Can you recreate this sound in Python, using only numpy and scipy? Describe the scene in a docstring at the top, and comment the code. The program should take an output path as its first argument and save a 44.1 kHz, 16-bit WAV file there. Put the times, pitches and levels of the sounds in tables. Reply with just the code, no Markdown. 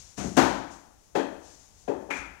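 """Soles thud and scuff on laminate in a hard-walled home room with a pool table, heard from across the room.
Something wooden bangs, a cue butt knocks, the cue tip clacks on the ball: pushes through resonant bodies,
heard only as the room's answer of shaped noise and standing waves. Clothes and shoes swish (swelling noise)
over rumble and air. It reaches a camera with two ports: the left resonates, the covered right is dull and weak."""
import sys
import numpy as np
from scipy import signal
from scipy.fft import rfft, irfft, next_fast_len
from scipy.io import wavfile
from scipy.ndimage import map_coordinates

SR = 44100
rng = np.random.default_rng(int(sys.argv[2]) if len(sys.argv) > 2 else 0)


def store_pcm(level_fs):
    """Save levels as 16-bit WAV."""
    pcm = np.round(np.clip(level_fs, -1, 1) * 32767).astype(np.int16)
    wavfile.write(sys.argv[1], SR, np.atleast_2d(pcm).T)


N = 105840

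# room answer by source place: early parts in dB over the plain tail, *_s of early parts = t60, build_s = time constant
FEET = dict(first_db=1.5, first_s=.03, build_s=.0039, early_db=5.5, early_s=.28)
NEAR = dict(first_db=-4, first_s=.039, build_s=.0022, early_db=-14, early_s=.13)
CORNER = dict(first_db=1, first_s=.031, build_s=.005, early_db=-1, early_s=.4)
TABLE = dict(first_db=5.5, first_s=.029, build_s=.0016, early_db=-19, early_s=.12)


def amp(db):
    """Amplitude ratio of a level in dB."""
    return 10 ** (np.asarray(db) / 20)


def unit(x):
    """x scaled to rms 1 per channel."""
    return x / np.sqrt(np.mean(x ** 2, axis=-1, keepdims=True) + 1e-20)


def along(points, hz):
    """Interpolate (f/Hz, value) points on a log frequency axis."""
    f, v = np.transpose(points)
    return np.interp(np.log(hz + 1), np.log(f + 1), v)


def filtered(x, response):
    """x times a complex response of frequency, zero-padded."""
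    n = x.shape[-1]
    m = next_fast_len(n + SR // 4)
    return irfft(rfft(x, m) * response(np.fft.rfftfreq(m, 1 / SR)), m)[..., :n]


def hiss(spectrum):
    """Independent shaped noise of rms 1 in both channels."""
    white = rng.standard_normal((2, N))
    return unit(filtered(white, lambda hz: amp(along(spectrum, hz))))


def wobble(rate_hz):
    """Smooth random curve with rate_hz knots a second."""
    knots = rng.standard_normal(int(N * rate_hz / SR) + 4)
    return map_coordinates(knots, [np.arange(N) * rate_hz / SR])


def background():
    """Lumpy low rumble and the faint air of the room, as slowly wavering noise."""
    # rumble level: t/s, level/dB
    rumble_course = [(0, -53.5), (.24, -71.5), (.41, -47), (0.689, -59), (.88, -68), (1.1, -67.5),
                     (1.3, -58.5), (1.56, -63.5), (1.82, -54.5), (2.4, -59.5)]
    # rumble spectrum: f/Hz, level/dB
    rumble_spectrum = [(20, -38.5), (32, -27.5), (48, -1), (90, -6), (160, -14.5), (300, -22.5), (600, -75)]
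    # air spectrum: f/Hz, level/dB
    air_spectrum = [(100, -8.5), (300, -9.5), (550, -9), (850, -7.5), (1300, -16), (3000, -21), (7000, -23),
                    (15000, -16)]
    air_db = -60
    t_s, db = np.transpose(rumble_course)
    rumble_db = np.interp(np.arange(N) / SR, t_s, db) + 2.1 * wobble(9.34)
    rumble = amp(rumble_db) * hiss(rumble_spectrum)
    return rumble + amp(air_db + 0.5 * wobble(4.08)) * hiss(air_spectrum)


def swishes():
    """Cloth and soles brushing: bright noise with Gaussian swell and exponential fade."""
    # brushes: peak t/s, level/dB, rise/s, t60/s
    brushes = [(-.1, -46.5, .1, 1), (0.188, -44, 0.012, 1), (0.729, -56, 0.022, .45),
               (1.06, -70.5, 0.055, 0.54), (1.47, -57.5, 0.048, 0.96), (1.53, -64, 0.03, 0.38),
               (1.641, -66.5, 0.046, 0.42), (1.82, -64, 0.079, 0.89), (2.17, -51, 0.027, 0.36)]
    # brushing spectrum: f/Hz, level/dB
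    cloth = [(200, -26), (800, -3), (1500, -5.5), (3000, -5.5), (5000, -4.5), (7000, -5), (10000, -7.5),
             (15000, -20.5)]
    t = np.arange(N) / SR
    shape = np.zeros(N)
    for peak_s, db, rise_s, t60_s in brushes:
        swell = np.exp(-((t - peak_s) / rise_s) ** 2)
        fade = amp(-60 * np.abs(t - peak_s) / t60_s)
        shape += amp(db) * np.where(t < peak_s, swell, fade)
    return shape * amp(0.5 * wobble(28.34)) * hiss(cloth)


def room(first_db, first_s, build_s, early_db, early_s):
    """Room answer in two channels: a noise tail dying by band plus standing waves, with build-up and early boost."""
    # reverberation: f/Hz, t60/s
    decay = [(60, 0.36), (150, 0.77), (300, 0.54), (700, 0.76), (1800, 0.71), (5000, 0.61), (13000, 0.46)]
    # standing waves: f/Hz, level re tail/dB, t60/s
    modes = [(189.2, -25, 0.62), (279, -26.5, 0.58), (337.5, -28, 0.68), (378, -27, 0.52),
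             (434, -24.5, 0.23), (566, -21.5, 0.5), (722, -27, 0.48), (889, -28.5, 0.77)]
    hz, t, z = signal.stft(rng.standard_normal((2, SR)), SR, nperseg=256)
    z = z * amp(-60 * t / along(decay, hz)[:, None])
    tail = signal.istft(z, SR, nperseg=256)[1][:, :SR]
    tail = tail / np.linalg.norm(tail[0])
    t = np.arange(SR) / SR
    for f, db, t60_s in modes:
        phase_turns = rng.random((2, 1))
        wave = amp(-60 * t / t60_s) * np.sin(2 * np.pi * (f * t + phase_turns))
        tail = tail + amp(db) * wave / np.linalg.norm(wave[0])
    build = 1 - np.exp(-t / build_s)
    early = amp(early_db - 60 * t / early_s)
    first = amp(first_db - 60 * t / first_s)
    return tail * build * (1 + early + first)


def causal(power):
    """Minimum-phase pulse with this power spectrum, by cepstral folding."""
    c = irfft(np.log(power + 1e-14) / 2)
    c = c * np.where(np.arange(len(c)) < len(c) // 2, 2, 0)
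    return irfft(np.exp(rfft(c) - c[0] / 2))


def knocks(events, body, place):
    """Each contact: a soft-edged push through the body's steep resonances plus a high crack, sent into the room."""
    out = np.zeros((2, N + 2 * SR))
    f = np.fft.rfftfreq(8192, 1 / SR)
    ring = np.zeros(len(f))  # power spectrum
    for centre_hz, width_hz, db in body:
        damping = (f * width_hz) ** 2
        peak = damping / ((centre_hz ** 2 - f * f) ** 2 + damping)
        ring += amp(db) ** 2 * peak ** 1.53
    for s, db, soft_hz, crack_db in events:
        push = ring / (1 + (f / soft_hz) ** 2) ** 2
        crack = amp(crack_db) ** 2 * f ** 2 / (f ** 2 + soft_hz ** 2)
        blow = causal(push + crack)
        blow = amp(db) * blow / np.linalg.norm(blow)
        heard = signal.fftconvolve(blow[None], room(**place), axes=1)
        start = round(s * SR)
        out[:, start:start + heard.shape[1]] += heard
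    return out[:, :N]


def steps():
    """Soles on laminate: contacts exciting broad floorboard resonances."""
    # contacts: t/s, level/dB, softness corner f/Hz, crack re 0 dB body peak/dB
    contacts = [(.176, -5, 3000, -34.5), (.195, -2.5, 2500, -44.5), (.24, -4, 900, -42),
                (.255, -4, 700, -55)]
    # floorboard: f/Hz, width/Hz, level/dB
    floorboard = [(108.4, 120, -4), (192, 100, 1.5), (319, 108, -2.5), (710, 154, -6.5), (1290, 760, -14),
                  (2480, 2400, -17)]
    return knocks(contacts, floorboard, FEET)


def thumps():
    """Low thumps: very soft pushes on one deep joist resonance."""
    # contacts: t/s, level/dB, softness corner f/Hz, crack re 0 dB body peak/dB
    contacts = [(.185, -17.5, 200, -68), (.41, -17, 200, -70), (.56, -16.5, 199, -63),
                (2.18, -16.5, 200, -68)]
    # joists: f/Hz, width/Hz, level/dB
    joists = [(65, 22, 0)]
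    return knocks(contacts, joists, FEET)


def wooden_bang():
    """Wooden bang: two close contacts on a many-moded wooden body."""
    # contacts: t/s, level/dB, softness corner f/Hz, crack re 0 dB body peak/dB
    contacts = [(.367, 12.5, 3000, -27.5), (.373, 18.5, 3000, -38.5)]
    # wood: f/Hz, width/Hz, level/dB
    wood = [(126, 42, -6.5), (187, 124, -7), (282.5, 120, 1.5), (492, 300, -9), (780, 310, -4),
            (950, 320, -6.5), (1423, 630, -8.5), (2280, 1800, -16.5), (3730, 2300, -18)]
    return knocks(contacts, wood, NEAR)


def butt_knocks():
    """Cue butt: two main knocks and weaker contacts exciting the cue's resonances."""
    # contacts: t/s, level/dB, softness corner f/Hz, crack re 0 dB body peak/dB
    contacts = [(1.146, -9.5, 900, -49), (1.151, 9.5, 2500, -41.5), (1.877, 4.5, 1120, -51.5),
                (2.003, -11, 900, -47), (2.088, -10.5, 900, -47)]
    # cue: f/Hz, width/Hz, level/dB
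    cue = [(146, 40, -12.5), (294.6, 104, 0.5), (431, 226, 0), (611, 170, -7), (830, 267, -5.5),
           (1300, 460, -16), (1736, 420, -11), (2550, 250, -13), (3230, 400, -14.5), (4180, 990, -20)]
    return knocks(contacts, cue, CORNER)


def ball_clack():
    """Cue tip on ball: two close hard contacts, brightest near 2.4 kHz."""
    # contacts: t/s, level/dB, softness corner f/Hz, crack re 0 dB body peak/dB
    contacts = [(2.102, -5, 6060, -32), (2.106, 4.5, 5650, -31)]
    # ball: f/Hz, width/Hz, level/dB
    ball = [(307, 180, -4), (900, 450, -4.5), (1390, 290, -1), (1700, 540, -3.5), (2150, 310, 0),
            (2425, 193, 4.5), (3400, 510, -19), (4760, 740, -29.5)]
    return knocks(contacts, ball, TABLE)


def paired(x):
    """Make the second channel partly a copy of the first, by frequency."""
    # likeness of the ports: f/Hz, likeness (0..1)
    likeness = [(50, 0.67), (300, 1), (700, 0.2), (1500, 0.27), (4000, .1)]
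    alike = lambda f: np.clip(along(likeness, f), 0, 1)
    shared = filtered(x[0], alike)
    own = filtered(x[1], lambda f: np.sqrt(1 - alike(f) ** 2))
    return np.array([x[0], shared + own])


def scene():
    """Everything as it reaches the two ports."""
    feet = steps() + thumps() + swishes()
    game = wooden_bang() + butt_knocks() + ball_clack()
    return paired(background() + feet + game)


def open_port(f):
    """Left port: direct path plus a resonance, through a two-pole treble roll-off."""
    port_hz, width_hz, peak_db, roll_hz = 6494, 1504, 15, 9000
    damping = 1j * f * width_hz
    resonance = damping / (port_hz ** 2 - f * f + damping)
    return (1 + amp(peak_db) * resonance) / (1 + 1j * f / roll_hz) ** 2


def covered_port(f):
    """Right port: the cover's loss by frequency and a later arrival."""
    # cover: f/Hz, loss/dB
    cover = [(60, 4.5), (110, 19), (200, 12), (380, 29), (700, 22.5), (1290, 27.5), (2380, 18.5),
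             (4400, 29), (8120, 28), (15000, 30)]
    lag_s = .0007
    return amp(-along(cover, f)) * np.exp(-2j * np.pi * f * lag_s)


def record(dry):
    """Both port responses, self-noise in each channel, then a sharp band limit."""
    # self-noise spectrum: f/Hz, level/dB
    self_spectrum = [(40, 1.5), (300, -9), (700, -15.5), (2000, -26.5), (7000, -30), (11000, -25),
                     (13000, -49), (15500, -61.5)]
    self_db, top_hz = -64.5, 15800
    heard = filtered(dry, lambda f: np.array([open_port(f), covered_port(f)]))
    heard = heard + amp(self_db) * hiss(self_spectrum)
    return filtered(heard, lambda hz: hz < top_hz)


dry = scene()
out = record(dry)
store_pcm(out)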